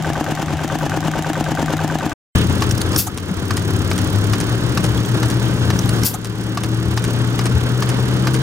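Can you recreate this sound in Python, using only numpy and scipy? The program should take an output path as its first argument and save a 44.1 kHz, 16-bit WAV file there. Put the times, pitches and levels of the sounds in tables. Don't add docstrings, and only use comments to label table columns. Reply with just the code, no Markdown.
import sys
import numpy as np
from scipy import signal
from scipy.fft import rfft, irfft
from scipy.io import wavfile
from scipy.ndimage import uniform_filter1d

SR = 44100
rng = np.random.default_rng(int(sys.argv[2]) if len(sys.argv) > 2 else 0)


def gain_from_decibels(decibels):
    exponent = np.asarray(decibels, float) / 20
    return 10 ** exponent


def digitize_waveform(pressure):
    field = np.atleast_2d(pressure).T
    bounded = np.clip(field, -1, 1)
    quanta = np.round(bounded * 32767).astype(np.int16)
    wavfile.write(sys.argv[1], SR, quanta)


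N = 371322
T, HZ = np.arange(N) / SR, np.fft.rfftfreq(N, 1 / SR)

CUT_S, RESUME_S, CUT_TAIL_DB = 2.131, 2.351, -20
CYCLES_PER_S = 9.172
FIRINGS_PER_S = 35.7
RUMBLES_PER_S, RUMBLE_SWELL_DB = 3, 5
BACKGROUND_DB, OPENING_DB, SETTLE_S = -20.5, 7, 0.059
DUCK_DB, DUCK_FALL_S, DUCK_HOLD_S = -8.5, 0.055, 0.13
JET_AFTER_S, JET_RISE_S, JET_T60_S = 0.0053, 0.024, 0.18
SNORT_AFTER_S, SNORT_RISE_S, SNORT_HOLD_S, SNORT_T60_S = 0.102, 0.0073, 0.01, 0.021

# pitch in Hz, level in dB per Hz.
FIELD_COLOUR = [(15, -52.5), (25, -21.5), (65, -12.5), (100, -9.5), (121, -5.5), (231, -10.5), (366, -13),
                (408, -14.5), (520, -19), (650, -24.5), (1540, -24.5), (2450, -36), (4000, -37.5),
                (6320, -38.5), (10000, -50.5), (13900, -64), (15100, -54), (16300, -80)]
# pitch in Hz, level in dB per Hz.
OPENING_HISS = [(1500, -7), (2300, 5), (3600, 4), (5000, -16), (9000, -23)]
# start in seconds, pitch in Hz, rise in seconds,
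# time to fall 60 dB in seconds, peak in dB.
EARLY_THUMPS = [
    (0.419, 86, 0.14, 0.29, -23),
    (0.849, 96.5, 0.087, 0.3, -23),
    (1.701, 99.6, 0.11, 1., -23),
]
# start in seconds, pitch in Hz, rise in seconds, time
# to fall 60 dB in seconds, peak in dB.
THUMPS = [
    (2.349, 82, 0.011, 0.31, -7.5),
    (4.98, 82, .04, .3, -32),
    (5.6, 91, .1, 0.52, -16.5),
    (6.85, 83, 0.049, 0.37, -19),
    (2.8, 190, .12, .6, -25.5),
    (3.3, 180, .02, .09, -14.5),
    (6.033, 236, .002, .02, -12.5),
    (8.18, 195, .1, .5, -23.5),
    (7.534, 85, 0.028, 0.2, -10),
]
# time in seconds, pitch in Hz, level in dB over the background.
MOTOR = [(2.36, 116, -5.5), (2.76, 118.5, -3.5), (3.3, 103, -12.5), (3.7, 106, -2), (4.1, 104, -9),
         (4.5, 106, -20), (4.91, 110, -4.5), (5.3, 116, -2), (5.65, 119.5, -1.5), (6.14, 111, -2),
         (6.7, 116, 1), (7.0, 116.5, 0), (7.6, 121, 0.5), (8.0, 123, -1), (8.42, 129, 2.5)]
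# multiple of the pitch, level in dB.
MOTOR_ORDERS = [(1, 1.5), (1.5, -11), (3.55, -18)]
# time in seconds, pitch in Hz, level in dB over the background.
REVVER = [(2.36, 84.3, -3.5), (2.8, 91.6, -6), (3.5, 91.3, -3), (3.87, 89.5, -3), (4.2, 101.1, 1.5),
          (4.33, 106.3, 4), (4.41, 110, -13), (4.48, 113.9, -0.5), (4.72, 122.2, -2), (4.9, 118.9, -1),
          (5.2, 122, -1.5), (5.4, 128, -5), (6.0, 140, -12)]
# time in seconds, pitch in Hz, level in dB over the background.
WHINE = [(2.36, 320, -11.5), (2.9, 322, -17), (3.5, 308, -15.5), (4.6, 296, -11), (5.6, 331, -15),
         (6.1, 309, -12), (6.8, 323, -11), (7.3, 325, -21.5), (8.42, 322, -14)]
# multiple of the pitch, level in dB.
WHINE_ORDERS = [(1, 1), (.6, 3.5)]
# time in seconds, turns ahead of steady running.
GENERATOR_LEAD = [(2.36, -.2), (4.0, -.45), (5.98, -.91), (6.4, -.92), (7.59, -.65), (8.4, -.65)]
# multiple of the firing rate, level in dB over the background.
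GENERATOR_ORDERS = [(2, -12.5), (3, -23), (4, -24), (5, -14), (6, -23), (7, -14.5), (8, -16), (9, -18),
                    (11, -19.5)]
# pitch in Hz, level in dB.
FIZZ_COLOUR = [(2500, -20), (5000, -1), (6500, -0.5), (8000, -3), (9300, -3), (11000, -10.5), (13500, -12),
               (14700, -8), (15500, -3), (16400, -26)]
# time in seconds, level in dB.
FIZZ_LEVEL = [(2.35, 0), (2.45, 0), (3, -1.5), (3.5, -0.5), (4, 0), (4.6, -2), (5.2, -0.5), (5.6, -4),
              (6, -1.5), (6.6, -2), (7.4, -3.5), (8.43, -4.5)]
# time in seconds, share from 0 to 1.
FILL = [(2.35, 0.1), (3.4, 0.04), (4.2, .05), (4.8, .2), (5.4, .3), (5.7, .55), (6.02, .6), (6.2, .1),
        (7.2, 0), (8.43, 0.14)]

# pitch in Hz, level in dB per Hz.
SMALL_BED = [(15, -36), (25, -20.5), (70, -7.5), (146, -1.5), (225, -10.5), (303, -7), (481, -20.5),
             (536, -17), (762, -10.5), (1060, -19.5), (1540, -21), (2260, -24.5), (3500, -29.5),
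             (4200, -34.5), (6670, -35.5), (14300, -60), (16300, -54.5)]
# time in seconds, pitch in Hz, level in dB.
HUM = [(0.0, 158.8, -24.5), (0.17, 154, -27), (0.53, 153.9, -24), (0.76, 154.2, -29.5),
       (1.02, 158.4, -27.5), (1.17, 158.2, -25.5), (1.49, 156.6, -25.5), (1.94, 156.8, -24.5),
       (2.13, 155.0, -30.5)]
# pitch in Hz, level in dB per Hz.
RUSTLE = [(10000, -31), (11500, -1), (15000, 1), (16300, -6)]
# time in seconds, level in dB.
LOAD = [(0, .5), (.38, 0), (.47, -4), (.6, -2.5), (.7, 1), (.85, 0.5), (1.1, 0), (1.45, 1.5), (1.65, 2.5),
        (1.85, 1), (2.13, 0)]
# place in the cycle in seconds, pitch in Hz,
# time to fall 60 dB in seconds, peak in dB.
KNOCKS = [(.0235, 750, 0.076, -23), (.0235, 1480, .02, -33), (.024, 2100, .012, -24.5),
          (.035, 3800, .012, -26), (.036, 3100, .012, -33.5), (0.0456, 1540, 0.042, -18.5),
          (0.0453, 1860, 0.019, -22), (.046, 1180, 0.031, -20), (.047, 800, 0.037, -26.5),
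          (.057, 775, .03, -29), (.061, 547, 0.076, -19.5), (.072, 486, 0.036, -26),
          (.064, 918, .025, -16.5), (.066, 633, .03, -20.5), (.068, 1150, 0.016, -26),
          (.070, 405, 0.057, -22.5), (.073, 816, 0.019, -20), (.076, 1490, .03, -27.5),
          (.082, 740, .03, -26.5), (0.081, 3300, .012, -34), (.087, 1485, 0.035, -28.5),
          (.089, 873, 0.0317, -24.5), (.092, 195, 0.0088, -18), (.094, 1540, .025, -28),
          (0.0972, 2860, 0.025, -27.5), (.0985, 4270, 0.014, -32), (.0997, 726, 0.012, -10.5),
          (0.1019, 305.3, .09, -17), (0.1016, 1720, 0.024, -20), (0.1019, 256, .072, -20)]
# place in the cycle in seconds, rise in seconds,
# time to fall 60 dB in seconds, level in dB, brightness from 0 to 1.
SNIFFS = [
    (.023, 0.0011, 0.026, -25, 1),
    (.035, .001, .016, -31.5, 0.8),
    (.045, .002, 0.036, -27.5, 0.2),
    (.057, .001, 0.024, -28.5, 0.46),
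    (0.067, .002, 0.041, -24.5, 0.42),
    (0.085, 0.0094, 0.058, -24.5, 0.5),
    (.099, 0.001, 0.027, -26, 0.51),
]
# pitch in Hz, level in dB per Hz.
CLATTER = [(350, -37.5), (600, -10), (759, 0), (1390, 0), (1540, -3), (2230, -13), (7030, -19),
           (10300, -34.5), (12700, -33), (16300, -41)]

# start in seconds, peak in dB, pitch
# in Hz.
CLINKS = [
    (3.9145, -16, 2300),
    (3.916, -11, 1050),
    (3.576, -19, 1900),
    (4.9075, -30, 3100),
    (4.9786, -21.5, 3370),
    (5.0504, -24.5, 3330),
    (5.465, -25, 3090),
]
# start in seconds, peak
# in dB, ring in Hz, upper ring in Hz, upper ring level in dB.
TRIPS = [(2.4142, -21, 4740, 9000, -8), (2.5808, -28, 4630, 8000, -6), (2.6044, -22, 3420, 7000, -6),
         (2.6901, -26, 4900, 9000, -8), (3.7626, -24, 7380, 9000, -8), (4.724, -31, 6200, 9000, -8),
         (7.6109, -23, 3260, 9000, -15), (2.7098, -8.5, 5500, 9360, -27), (2.7791, -17.5, 5180, 11440, -5),
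         (2.815, -9, 4220, 10000, -4), (2.93, -18, 4780, 12050, -13), (2.9612, -5, 5400, 9240, -6.5),
         (4.045, -33, 5730, 9100, -18), (5.121, -28, 6200, 7260, -6), (5.0496, -21, 6100, 9190, -22),
         (5.7894, -9.5, 5500, 11930, -25), (5.813, -27, 6400, 12000, -8), (5.8576, -22, 5200, 11970, -1),
         (5.8917, -12.5, 4200, 9800, 1), (5.9174, -40, 4680, 10470, -13), (6.0337, -8.5, 5460, 11660, -7)]
# start in seconds, peak in dB.
LATCHES = [(2.622, -8), (3.5077, -12.5), (3.914, -12), (4.3343, -10), (4.7744, -10.5), (5.231, -13),
           (5.703, -11.5), (6.574, -13), (6.9752, -11), (7.391, -11), (7.8237, -11), (8.2714, -10.5)]
# pitch in Hz, time to fall 60 dB in seconds, level in dB.
LATCH_RING = [(1150, 0.032, 1.5), (1740, 0.034, -6), (2510, .025, -16), (3960, .018, -26), (4900, .02, -14),
              (5860, 0.025, -12), (8100, 0.017, -8), (12800, .018, -11)]
# start in seconds, peak in dB.
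TAPPETS = [(3.1755, -13.5), (3.57, -9), (3.9795, -9), (4.4028, -9.5), (4.8423, -9), (5.3015, -11),
           (6.2466, -14.5), (6.636, -11.5), (7.041, -10.5), (7.4573, -9), (7.892, -9.5), (8.343, -10)]
# pitch in Hz, time to fall 60 dB in seconds, level in dB.
TAPPET_RING = [(5120, .009, -6), (6340, .009, -7), (9070, 0.0082, 6), (12300, .008, -13)]
# delay in seconds, rise in seconds, time to fall 60 dB in seconds, level in dB.
BOUNCES = [
    (0, 0.0024, 0.011, -9),
    (.0042, 0.002, 0.013, -20.5),
    (.008, .002, .022, -14),
]
# pitch in Hz, level in dB per Hz.
STEEL = [(880, -1), (1500, 1), (2800, -4.5), (4370, -4), (6140, -1.5), (8970, -8), (13800, -18.5),
         (15200, -15), (16300, -58)]
# pitch in Hz, level in dB per Hz.
IRON = [(410, -34), (700, -2), (1190, -2.5), (1980, -7), (3020, -12), (3310, -14.5), (4860, -7),
        (9640, -27.5), (13100, -32), (16300, -34)]
# igniter time in seconds, jet in dB, snort in dB, gain recovery in seconds.
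FIRINGS = [
    (2.9617, -15.5, -26, 0.34),
    (6.0332, -16.5, -27, 0.55),
]
# pitch in Hz, level in dB per Hz.
JET = [(1180, -50), (2000, -12), (2770, -21), (3160, -13), (3450, -8), (3730, -10), (4530, -0.5),
       (5540, -1.5), (6000, -3), (9140, -6), (12200, 0), (15500, -4), (16300, -33)]
# pitch in Hz, width in Hz, level in dB.
JET_PIPES = [(2670, 120, -20), (3730, 200, -20), (4640, 200, -13), (5500, 200, -17)]
# pitch in Hz, level in dB per Hz.
SNORT = [(290, -43), (500, -11.5), (786, 5), (2420, -16), (2680, -17), (4030, -10), (4390, -19.5),
         (6810, -11), (7430, -7), (12200, -14), (16300, -24)]
# delay into the snort in seconds, pitch in Hz,
# time to fall 60 dB in seconds, level in dB over the snort.
SNORT_KNOCK = [
    (.008, 746, 0.073, 0),
    (.018, 1260, 0.04, 2.5),
]

# pitch in Hz, likeness from 0 to 1.
AHEAD_SAME = [(60, 0.81), (130, 1), (290, 0.66), (640, 0.99), (1410, 0.91), (3100, 0.56), (6820, 0.43),
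              (15000, 0.45)]
CRANK_SAME = [(500, 0.8), (3000, 0.96), (15000, 0.5)]
RIGHT_SAME = [(60, 0.82), (300, 0.89), (1000, 0.5), (3000, 0.79), (15000, 0.28)]
# pitch in Hz, left minus right in dB.
AHEAD_BALANCE = [(60, 5.9), (240, 5.7), (950, 3.2), (3770, 0.5), (15000, 1.0)]
CRANK_BALANCE = [(500, 2.3), (3000, .5), (9000, 2.5), (15000, 3.7)]
RIGHT_BALANCE = [(30, 4), (60, 9.5), (180, 5.5), (550, 2.5), (1650, -2.5), (4970, -4), (15000, 2.5)]
RIGHT_LAG_S = 6 / SR
# pitch in Hz, level in dB.
MICROPHONE = [(1100, -1), (1550, -1), (2100, -2), (3100, 1), (4100, -2), (5500, -1.3), (7600, 0.5),
              (7900, -3), (8200, 1.5)]


def evened(x):
    return x / np.sqrt(np.mean(x ** 2) + 1e-20)


def read(points):
    f, value = np.transpose(points)
    return np.interp(np.log(HZ + 1), np.log(f + 1), value)


def noise(spectrum, tilt_db=0):
    z = rng.standard_normal((2, len(HZ)))
    inside = (HZ > spectrum[0][0] / 2) * (HZ < spectrum[-1][0] * 2)
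    colour = gain_from_decibels(read(spectrum) + tilt_db * np.log2((HZ + 1) / 4000))
    return evened(irfft((z[0] + 1j * z[1]) * inside * colour, N))


def flicker(hz, db):
    slow = signal.lfilter([1], [1, -np.exp(-2 * np.pi * hz / SR)], rng.standard_normal(N))
    return gain_from_decibels(db * evened(uniform_filter1d(slow, int(SR / hz / 2))))


def level(rows, edge_s=0.0023):
    s = np.transpose(rows)[0]
    inside = np.clip(np.minimum(T - s[0], s[-1] - T) / edge_s, 0, 1)
    return inside * gain_from_decibels(np.interp(T, s, np.transpose(rows)[-1]))


def tone(rows, multiple=1):
    s, hz, _ = np.transpose(rows)
    turns = multiple * np.cumsum(np.interp(T, s, hz)) / SR
    return np.sqrt(2) * level(rows) * np.sin(2 * np.pi * turns)


def whistle(hz, width_hz):
    z = rng.standard_normal((2, N))
    slow = signal.lfilter([1], [1, -np.exp(-np.pi * width_hz / SR)], z[0] + 1j * z[1])
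    return evened((slow * np.exp(2j * np.pi * np.cumsum(hz * np.ones(N)) / SR)).real)


def blows(s, db):
    places = np.clip(np.round(np.asarray(s) * SR), 0, N - 1).astype(int)
    return np.bincount(places, gain_from_decibels(np.asarray(db)), N)


def later(train, s):
    return np.roll(train, int(s * SR))


def ring(train, hz, t60, rise=1e-5):
    t = np.arange(int(t60 * SR)) / SR
    envelope = (1 - np.exp(-t / rise)) * gain_from_decibels(-60 * t / t60)
    return signal.oaconvolve(train, envelope * np.sin(2 * np.pi * hz * t))[:N]


def burst(train, rise, t60):
    t = np.arange(int((rise + t60) * SR)) / SR
    envelope = np.minimum(t / rise, 1) * gain_from_decibels(-60 * np.maximum(t - rise, 0) / t60)
    return signal.oaconvolve(train, envelope)[:N]


def thump(s, hz, rise, t60, db):
    return -burst(blows([s], [db]), rise, t60) * np.sin(2 * np.pi * hz * (T - s))


def rumble(db, spectrum):
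    return gain_from_decibels(db) * flicker(RUMBLES_PER_S, RUMBLE_SWELL_DB) * noise(spectrum)


def far_motors():
    out = tone(REVVER)
    for rows, orders in ((MOTOR, MOTOR_ORDERS), (WHINE, WHINE_ORDERS)):
        out += sum(gain_from_decibels(db) * tone(rows, multiple) for multiple, db in orders)
    return out


def generator():
    turns = FIRINGS_PER_S * T + np.interp(T, *np.transpose(GENERATOR_LEAD))
    buzz = sum(gain_from_decibels(db) * flicker(5.9, 3.6) * np.cos(2 * np.pi * k * turns) for k, db in GENERATOR_ORDERS)
    swing = np.cos(2 * np.pi * turns)
    puffs = np.exp(1.8 * (swing - 1)) + 0.1 * np.exp(8.7 * (-swing - 1))
    fill = np.clip(np.interp(T, *np.transpose(FILL)), 0, 1)
    puffs = (1 - fill) * puffs + fill * puffs.mean() * 1.4
    fizz = puffs * level(FIZZ_LEVEL) * flicker(25, 2.1) * noise(FIZZ_COLOUR)
    return buzz + gain_from_decibels(-12.5) * fizz


def gain_ride():
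    db = BACKGROUND_DB + OPENING_DB * np.exp(-np.maximum(T - RESUME_S, 0) / SETTLE_S)
    for s, _, _, recover_s in FIRINGS:
        t = T - s
        recovery = np.exp(-np.maximum(t - DUCK_FALL_S - DUCK_HOLD_S, 0) / recover_s)
        db = db + DUCK_DB * np.clip(t / DUCK_FALL_S, 0, 1) * recovery
    return gain_from_decibels(db)


def field():
    wash = gain_from_decibels(-0.55) * noise(FIELD_COLOUR) * flicker(55.5, 1.93)
    far = rumble(-16, [(58, -28), (70, -2.5), (92, 1.0), (110, -14.5), (200, -44.0)]) + far_motors()
    hiss_span = [(RESUME_S - 0.01, -35), (RESUME_S + 0.087, -35)]  # (s, dB)
    hiss = level(hiss_span, edge_s=0.0094) * noise(OPENING_HISS)
    return gain_ride() * (wash + generator() + far) + hiss + sum(thump(*row) for row in THUMPS)


def small_engine_surroundings():
    swell_db = 2.3 * np.cos(2 * np.pi * (CYCLES_PER_S * T - 0.75))
    out = gain_from_decibels(-24.5 + swell_db) * noise(SMALL_BED) * flicker(200, 2.1)
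    out += tone(HUM) * flicker(2.4, 0.8)
    out += rumble(-43.5, [(60, -32), (72, -0.5), (95, 6), (120, -7.5), (200, -58.0)])
    out += sum(thump(*row) for row in EARLY_THUMPS)
    return out + level([(0.78, -52), (0.845, -52)], edge_s=0.01) * noise(RUSTLE)


def small_engine(knock_spread_db=1.0, sniff_spread_db=1.5, slack_s=0.0001):
    out = small_engine_surroundings()
    starts = np.arange(20) / CYCLES_PER_S
    load_db = np.interp(starts + 0.05, *np.transpose(LOAD))
    for s, hz, t60, db in KNOCKS:
        luck = rng.standard_normal((len(starts), 2))
        uneven_db = load_db + knock_spread_db * luck[:, 1]
        train = blows(starts + s + slack_s * luck[:, 0], db + 0.66 + uneven_db)
        out += ring(train, hz, t60, rise=0.0011)
    u = np.arange(400) / SR / 0.00039 - 4
    push = (1 - u ** 2) * np.exp(-u ** 2 / 2)
    out += signal.oaconvolve(blows(starts + 0.1009, -11 + uneven_db), push)[:N]
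    dull, bright = noise(CLATTER), noise(CLATTER, tilt_db=4.5)
    for s, rise, t60, db, bright_share in SNIFFS:
        uneven_db = 0.6 * load_db + sniff_spread_db * rng.standard_normal(len(starts))
        hiss = (1 - bright_share) * dull + bright_share * bright
        out += burst(blows(starts + s, db + uneven_db), rise, t60) * hiss
    return out


def latch():
    s, db = np.transpose(LATCHES)
    out = gain_from_decibels(-6.5) * burst(later(blows(s, db), -0.0024), 0.0028, 0.06) * noise(IRON)
    for hz, t60, part_db in LATCH_RING:
        luck_db = 3 * rng.standard_normal(len(s))
        out += gain_from_decibels(part_db - 4.5) * ring(blows(s - 0.001, db + luck_db), hz, t60, rise=0.002)
    return out


def tappet():
    train = later(blows(*np.transpose(TAPPETS)), -0.0014)
    bounces = sum(gain_from_decibels(db) * burst(later(train, late), rise, t60) for late, rise, t60, db in BOUNCES)
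    scrape = gain_from_decibels(-21) * burst(later(train, -0.0083), 0.019, 0.08) * noise(IRON)
    rings = sum(gain_from_decibels(db - 10.5) * ring(train, hz, t60, rise=0.0012) for hz, t60, db in TAPPET_RING)
    return bounces * noise(STEEL) + scrape + rings


def trips():
    crisp = noise(STEEL, tilt_db=1.0)
    out = np.zeros(N)
    for s, db, hz, upper_hz, upper_db in TRIPS:
        blow = blows([s], [db])
        rebound = 0.6 * ring(later(blow, 0.0021), 1.08 * hz, 0.014)
        out += gain_from_decibels(-5) * (ring(blow, hz, 0.016) + rebound)
        out += gain_from_decibels(upper_db) * ring(blow, upper_hz, 0.007, rise=0.0005)
        out += gain_from_decibels(-9.5) * burst(blow, 0.0021, 0.023) * crisp
    return out


def exhaust_jet():
    s, jet_db, _, _ = np.transpose(FIRINGS)
    blast = noise(JET) + sum(gain_from_decibels(db) * whistle(hz, width_hz) for hz, width_hz, db in JET_PIPES)
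    return burst(blows(s + JET_AFTER_S, jet_db), JET_RISE_S, JET_T60_S) * blast * flicker(400, 1.2)


def intake_snort():
    s, _, snort_db, _ = np.transpose(FIRINGS)
    start = s + SNORT_AFTER_S
    t = T[:, None] - start
    full_s = SNORT_RISE_S + SNORT_HOLD_S
    fall_db = -60 * np.clip(t - full_s, 0, 1) / SNORT_T60_S
    gulp = (np.clip(t / SNORT_RISE_S, 0, 1) * gain_from_decibels(snort_db + fall_db)).sum(axis=1)
    closing = (np.clip(t / full_s, 0, 1) * (t < 1)).sum(axis=1)
    suck = noise(SNORT) + gain_from_decibels(-4) * whistle(5599.5 + 1400 * closing, width_hz=350)
    knock = sum(ring(blows(start + late, snort_db + db), hz, t60) for late, hz, t60, db in SNORT_KNOCK)
    return knock + gulp * suck * flicker(121, 2.9)


def crank_engine():
    clinks = sum(ring(blows([s], [db]), hz, 0.016) for s, db, hz in CLINKS)
    return clinks + trips() + latch() + tappet() + exhaust_jet() + intake_snort()


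def ports(source, same, balance, lag_s=0):
    same, lean = np.clip(read(same), 0, 1), gain_from_decibels(read(balance) / 2)
    left = rfft(source())
    shared = same * left * np.exp(2j * np.pi * HZ * lag_s)
    right = shared + np.sqrt(1 - same ** 2) * rfft(source())
    middle = np.sqrt(lean ** 2 + lean ** -2 + 2 * same * np.cos(2 * np.pi * HZ * lag_s)) / 2
    return irfft(np.array([left * lean, right / lean]) / middle, N)


def scene():
    first = ports(small_engine, AHEAD_SAME, AHEAD_BALANCE)
    second = ports(field, RIGHT_SAME, RIGHT_BALANCE, RIGHT_LAG_S)
    second += ports(crank_engine, CRANK_SAME, CRANK_BALANCE)
    dull = signal.sosfilt(signal.butter(4, 2500, fs=SR, output="sos"), first)
    scrap = gain_from_decibels(CUT_TAIL_DB) * np.clip(1 - (T - CUT_S) / 0.0091, 0, 1) * dull
    return np.where(T < CUT_S, first, scrap) + second * np.clip((T - RESUME_S) / 0.00054, 0, 1)


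def low_pass(x):
    return signal.sosfilt(signal.butter(12, 16480, fs=SR, output="sos"), x)


def record(dry):
    coloured = irfft(rfft(dry) * gain_from_decibels(read(MICROPHONE)), N)
    edge = signal.firwin(1023, 16150, window=("kaiser", 8), fs=SR)
    limited = signal.oaconvolve(np.clip(coloured, -1, 1), edge[None], "same")
    return low_pass(limited)


dry = scene()
out = record(dry)
digitize_waveform(out)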